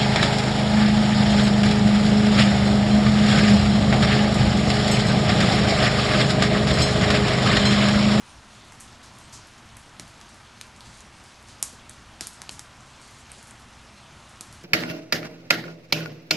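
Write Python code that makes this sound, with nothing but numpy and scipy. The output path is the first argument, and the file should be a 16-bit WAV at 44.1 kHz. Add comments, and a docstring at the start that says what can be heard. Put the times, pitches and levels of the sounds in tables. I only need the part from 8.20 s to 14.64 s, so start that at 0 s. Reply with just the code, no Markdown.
"""A twig fire burns in a bowl on a tiled veranda while steady rain falls on the trees beyond.
Pops are jagged bursts coloured by resonant wood, followed by echoes and a diffuse ring of the veranda.
Random ticks make the crackle; shaped noise makes the low roar of the flames and the hiss of boiling sap.
Rain is a broad wash of noise with a patter of nearer drops.
One microphone is heard, the same in both ears."""
import sys
import numpy as np
from scipy import signal
from scipy.fft import rfft, irfft
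from scipy.io import wavfile
from scipy.ndimage import uniform_filter1d

SR = 44100
rng = np.random.default_rng(int(sys.argv[2]) if len(sys.argv) > 2 else 0)


def inscribe(sig):
    """Save sig as 16-bit PCM at rate SR to the path in sys.argv[1].

    A 1-D sig is mono; a 2-D sig holds one channel per row.
    Samples are clipped to [-1, 1] before scaling.
    """
    pcm = np.round(np.clip(np.atleast_2d(sig).T, -1, 1) * 32767)
    wavfile.write(sys.argv[1], SR, pcm.astype(np.int16))


N = 283985  # length [samples]
EDGE_HZ = 11800  # upper band limit

# Pops of splitting wood; one that faces away is heard mostly through the veranda:
# (time [s], direct level [dB], veranda level [dB], pitch of the split [Hz], its width [octaves],
#  woody knock level [dB], low thud level [dB])
POPS = [ (0.5222, -27, -34, 6200, 0.32, -25.5, -45), (0.6013, -24, -18, 8000, .37, -41, -40),
        (0.607, -20, -21, 8050, .36, -42, -45), (0.828, -41, -19.5, 5000, .64, -51, -45),
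        (0.986, -27, -26, 8500, .68, -40, -45), (1.1253, -28, -12.5, 6100, 0.33, -47, -47),
        (1.138, -30, -18, 5900, .55, -49, -45), (1.5691, -21, -27, 9500, .7, -27, -47),
        (1.7973, -11.5, -19.5, 4500, 1.0, -21, -19), (2.013, -23, -28, 5500, 0.32, -32, -45),
        (2.4123, -11.5, -22, 3760, 1, -25, -43), (2.6068, -21, -23, 3970, .3, -42, -43),
        (2.8055, -23, -31, 7100, .2, -49, -45), (3.286, -27, -23, 5950, .41, -45, -49),
        (3.427, 4.5, -4, 8160, 0.47, -40, -31), (3.528, -29, -25, 7440, .95, -40, -21),
        (3.6954, -16, -24, 8100, 0.3, -34, -42), (4.0092, -5, -8.5, 5060, 0.74, -14.5, -15),
        (4.0703, -8, -15, 9900, .6, -28, -39), (4.133, -28, -24, 8000, 0.28, -45, -47),
        (4.2181, -12.5, -22, 5240, .6, -18, -32), (4.293, -7.5, -22, 3670, 0.56, -22.5, -23),
        (4.3106, -22, -14.5, 7450, 0.42, -45, -45), (4.394, -11.5, -20.5, 6100, 0.68, -24, -32),
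        (5.095, -32, -24, 2210, 0.35, -42, -47), (5.1176, -16, -24, 8700, 0.16, -32, -47),
        (5.228, -24.5, -27, 9000, .96, -30, -45), (5.2714, -28, -22.5, 8450, .54, -43, -45),
        (5.3094, -22, -38, 8300, 0.18, -45, -45), (6.2093, -10, -16.5, 7300, 0.83, -30, -21),
        (6.3268, -24.5, -22.5, 7950, 1, -48, -45), ]
# First echoes off the tiles, post and roof: (delay [s], level [dB])
ECHOES = [(.0031, -24), (.0056, -23), (.0094, -18), (.0118, -25)]
# Reverberation time of the veranda: (frequency [Hz], time to fall by 60 dB [s])
VERANDA_DECAY = [(150, 0.18), (1000, 0.41), (4000, 0.49), (8000, 0.3), (12000, 0.22)]
# Spurts of steam from the wood: (start [s], length [s], level [dB])
SPURTS = [(0.03, .08, -56), (0.306, .1, -57), (0.928, 0.22, -63), (2.633, 0.18, -54.5), (2.916, 0.064, -59),
          (3.245, 0.079, -57.5), (4.793, 0.23, -56.5), (5.103, .12, -58)]
SIMMER_DB, SPURT_RISE_S, SPURT_FALL_S = -62, 0.027, 0.018
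# Relative spectrum of the steam: (frequency [Hz], density [dB per Hz])
STEAM_SPECTRUM = [(1000, -25), (2500, -7), (4200, 9.5), (6500, 6.5), (9000, 4.5), (12000, -12)]
# Moments when the flames flare up: (start [s], length [s], level [dB])
FLARES = [(0.434, 0.23, -56), (1.38, .2, -55), (1.76, 0.063, -49), (3.76, .12, -58), (4.27, .1, -53),
          (6.22, 0.26, -56)]
BURN_DB, FLARE_RISE_S, FLARE_FALL_S = -53, 0.037, 0.035
# Relative spectrum of the flames' roar: (frequency [Hz], density [dB per Hz])
ROAR_SPECTRUM = [(15, -11), (28, -5), (40, -15), (56, 2.5), (78, -3.5), (115, -1), (140, -4), (170, -9),
                 (200, -6), (226, -4.5), (260, -9), (330, -19), (600, -39.5)]
# Relative spectrum of far rain on leaves and tiles: (frequency [Hz], density [dB per Hz])
RAIN_SPECTRUM = [(200, -11), (330, 0.5), (470, -5), (620, 0), (1050, 1.5), (1400, 0.2), (2000, -4),
                 (3200, -6), (4500, -13), (6300, -12), (8000, -20), (10000, -20.5), (12000, -27)]
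RAIN_DB = -51.5


def pops(knock_hz=1250, knock_wet_db=-5):
    """Room impulse principle: each pop arrives directly, then as echoes, then as a diffuse ring."""
    out = np.zeros(N)
    # the thick wood behind the split answers lower
    branch = ring(knock_hz, octaves=1.0, skirt_db=-30)
    for s, direct_db, veranda_db, hz, octaves, knock_db, thud_db in POPS:
        burst = crack()
        splinter = ring(hz, octaves, skirt_db=-12)
        direct = gain_of(direct_db) * unit(np.convolve(burst, splinter))
        direct += gain_of(knock_db) * unit(np.convolve(burst, branch))
        add(out, s, direct)
        for delay, db in ECHOES:
            add(out, s + delay, gain_of(db) * direct)
        # the veranda gathers what the split sends in all directions: a broader colour
        spread = gain_of(veranda_db) * ring(hz, octaves, skirt_db=-10)
        spread += gain_of(knock_db + knock_wet_db) * branch
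        add(out, s, signal.fftconvolve(veranda(), spread))
        add(out, s, gain_of(thud_db) * thud())
    return out


def crack(tear_s=0.00027, tear_db=9, rattle_s=0.0046, rattle_db=-1, size=1024):
    """Impulsive release: a steam pocket bursts in a snap, fibres tear, then twigs scatter the sound."""
    t = np.arange(size) / SR
    tear, rattle = rng.standard_normal((2, size))
    tear = unit(tear * t * np.exp(-t / tear_s))
    rattle = unit(rattle * np.exp(-t / rattle_s))
    snap = t == 0
    z = rfft(snap + gain_of(tear_db) * tear + gain_of(rattle_db) * rattle, 2 * size)
    # the burst is jagged in detail but white overall: the wood gives the colour
    smooth_power = uniform_filter1d(abs(z) ** 2, size=80)
    return irfft(z / np.sqrt(smooth_power))[:size]


def thud(low_hz=105, high_hz=480, decay_s=0.016, size=5000):
    """Damped forced vibration: the push of gas briefly shakes the pile and bowl."""
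    t = np.arange(size) / SR
    shake = rng.standard_normal(size) * np.exp(-t / decay_s)
    band = signal.butter(2, [low_hz, high_hz], "band", fs=SR, output="sos")
    return unit(signal.sosfilt(band, shake))


def ring(hz, octaves, skirt_db, size=512):
    """Minimum-phase resonance: wood answers causally with one broad peak standing on a flat skirt."""
    f = np.fft.rfftfreq(size, 1 / SR) + 1
    gain = np.exp(-.5 * (np.log2(f / hz) / octaves) ** 2) + gain_of(skirt_db)
    # roll off above the band limit and below 300 Hz
    gain = gain / np.sqrt((1 + (f / EDGE_HZ) ** 24) * (1 + (300 / f) ** 2))
    # folding the cepstrum onto positive times makes the response causal
    cepstrum = irfft(np.log(gain + 1e-4))
    cepstrum[1:size // 2] *= 2
    cepstrum[size // 2 + 1:] = 0
    return unit(irfft(np.exp(rfft(cepstrum))))


def veranda(build_s=0.0024, size=256):
    """Diffuse reverberation: a fresh noise tail builds quickly and each band dies at its own speed."""
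    hz, t, z = signal.stft(rng.standard_normal(SR // 2), SR, nperseg=size)
    decay_db = -60 * t / read(VERANDA_DECAY, hz)[:, None]
    tail = signal.istft(z * gain_of(decay_db), SR, nperseg=size)[1]
    build = 1 - np.exp(-np.arange(len(tail)) / SR / build_s)
    return unit(tail * build)


def crackle():
    """Sparse random impulses: a few faint snaps a second from the burning twigs."""
    snaps = patter(per_s=3.5, spread_db=0.5, low_hz=5500, high_hz=9000, octaves=0.78, wet_db=1.0)
    return gain_of(-70.5) * snaps


def sizzle():
    """Jet noise: boiling sap simmers unevenly and hisses in spurts while thin twigs tick softly."""
    unevenness_db = 1.0 * wander(low_hz=1.555, high_hz=6.4)
    level = surges(SIMMER_DB, SPURTS, SPURT_RISE_S, SPURT_FALL_S) * gain_of(unevenness_db)
    hiss = wash(STEAM_SPECTRUM, patchy_db=2.2, flicker_db=1.0)
    ticks = patter(per_s=90, spread_db=4.2, low_hz=3000, high_hz=9000, octaves=.35, wet_db=3)
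    return level * hiss + gain_of(-62.0) * ticks


def flames():
    """Combustion noise: turbulent burning gas gives a low fluttering roar that flares now and then."""
    level = surges(BURN_DB, FLARES, FLARE_RISE_S, FLARE_FALL_S)
    return level * wash(ROAR_SPECTRUM, patchy_db=0.5, flicker_db=-0.46, size=4096)


def rain():
    """Superposition: countless far drops merge into a wash; nearer ones patter on leaves and tiles."""
    far = wash(RAIN_SPECTRUM, patchy_db=1.0, flicker_db=-0.04)
    near = patter(per_s=500, spread_db=3.5, low_hz=756, high_hz=5030, octaves=0.53, wet_db=-4.5)
    return gain_of(RAIN_DB) * far + gain_of(-60.0) * near


def patter(per_s, spread_db, low_hz, high_hz, octaves, wet_db, count=12):
    """Shot noise: random ticks of many pitches, most of them small, with their ring in the veranda."""
    out = np.zeros(N)
    for hz in np.geomspace(low_hz, high_hz, count):
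        size_db = spread_db * np.minimum(rng.exponential(1, N), 3.5)
        sizes = gain_of(size_db) * rng.choice([-1, 1], N)
        struck = rng.random(N) < per_s / count / SR
        out += signal.oaconvolve(sizes * struck, ring(hz, octaves, skirt_db=-31))[:N]
    wet = signal.oaconvolve(out, veranda())[:N]
    return evened(out + gain_of(wet_db) * wet)


def wash(colour, patchy_db, flicker_db, size=1024):
    """Filtered random noise: a fixed colour with drifting patches and a flicker shared by all pitches."""
    hz = np.fft.rfftfreq(size, 1 / SR)
    frames = 4 * N // size + 6
    a, b, patches = rng.standard_normal((3, frames, len(hz)))
    patches = uniform_filter1d(patches, size=12, axis=0)  # smooth in time
    patches = evened(uniform_filter1d(patches, size=16, axis=1))  # smooth in frequency
    flicker = evened(uniform_filter1d(rng.standard_normal(frames), size=8))[:, None]
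    level_db = read(colour, hz) + patchy_db * patches + flicker_db * flicker
    z = (a + 1j * b) * gain_of(level_db)
    return evened(signal.istft(z.T, nperseg=size, noverlap=size - size // 4)[1][:N])


def surges(steady_db, events, rise_s, fall_s):
    """Addition of powers: surges on a steady level rise, hold to their length's end and die away."""
    t = np.arange(N) / SR
    power = gain_of(steady_db) ** 2 * np.ones(N)
    for start, length, db in events:
        rise = np.clip((t - start) / rise_s, 0, 1)
        fall = np.exp(-np.maximum(t - start - length, 0) / fall_s)
        power += (gain_of(db) * rise * fall) ** 2
    return np.sqrt(power)


def wander(low_hz, high_hz, count=16):
    """Sum of slow sines in random phase: an irregular drift of rms 1."""
    t = np.linspace(0, N / SR, count * count)
    drift = sum(np.sin(2 * np.pi * (f * t + rng.random())) for f in np.geomspace(low_hz, high_hz, count))
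    return np.interp(np.arange(N) / SR, t, evened(drift))


def gain_of(db):
    """Logarithmic level: decibels to amplitude gain."""
    return 10 ** (np.asarray(db) / 20)


def evened(x):
    """Mean power: scales to rms 1."""
    return x / np.sqrt(np.mean(x ** 2) + 1e-20)


def unit(x):
    """Total energy: scales the sum of squares to 1."""
    return x / np.sqrt(np.sum(x ** 2) + 1e-20)


def read(points, hz):
    """Logarithmic pitch: interpolates a table on a log-frequency axis."""
    f, value = np.transpose(points)
    return np.interp(np.log(hz + 1), np.log(f + 1), value)


def add(mix, s, sound):
    """Linear superposition: lays a sound into the mix at time s [s]."""
    part = mix[max(round(s * SR), 0):][:len(sound)]
    part += sound[:len(part)]


def scene():
    """Superposition at one point: fire and rain sum at one microphone, copied to both ears."""
    mono = pops() + crackle() + sizzle() + flames() + rain()
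    return np.tile(mono, (2, 1))


def record(dry):
    """Band limitation: a linear-phase low-pass filter removes the highest treble."""
    low_pass = signal.firwin(511, EDGE_HZ, window=("kaiser", 9), fs=SR)
    return signal.oaconvolve(dry, low_pass[None], "same")


dry = scene()
out = record(dry)
inscribe(out)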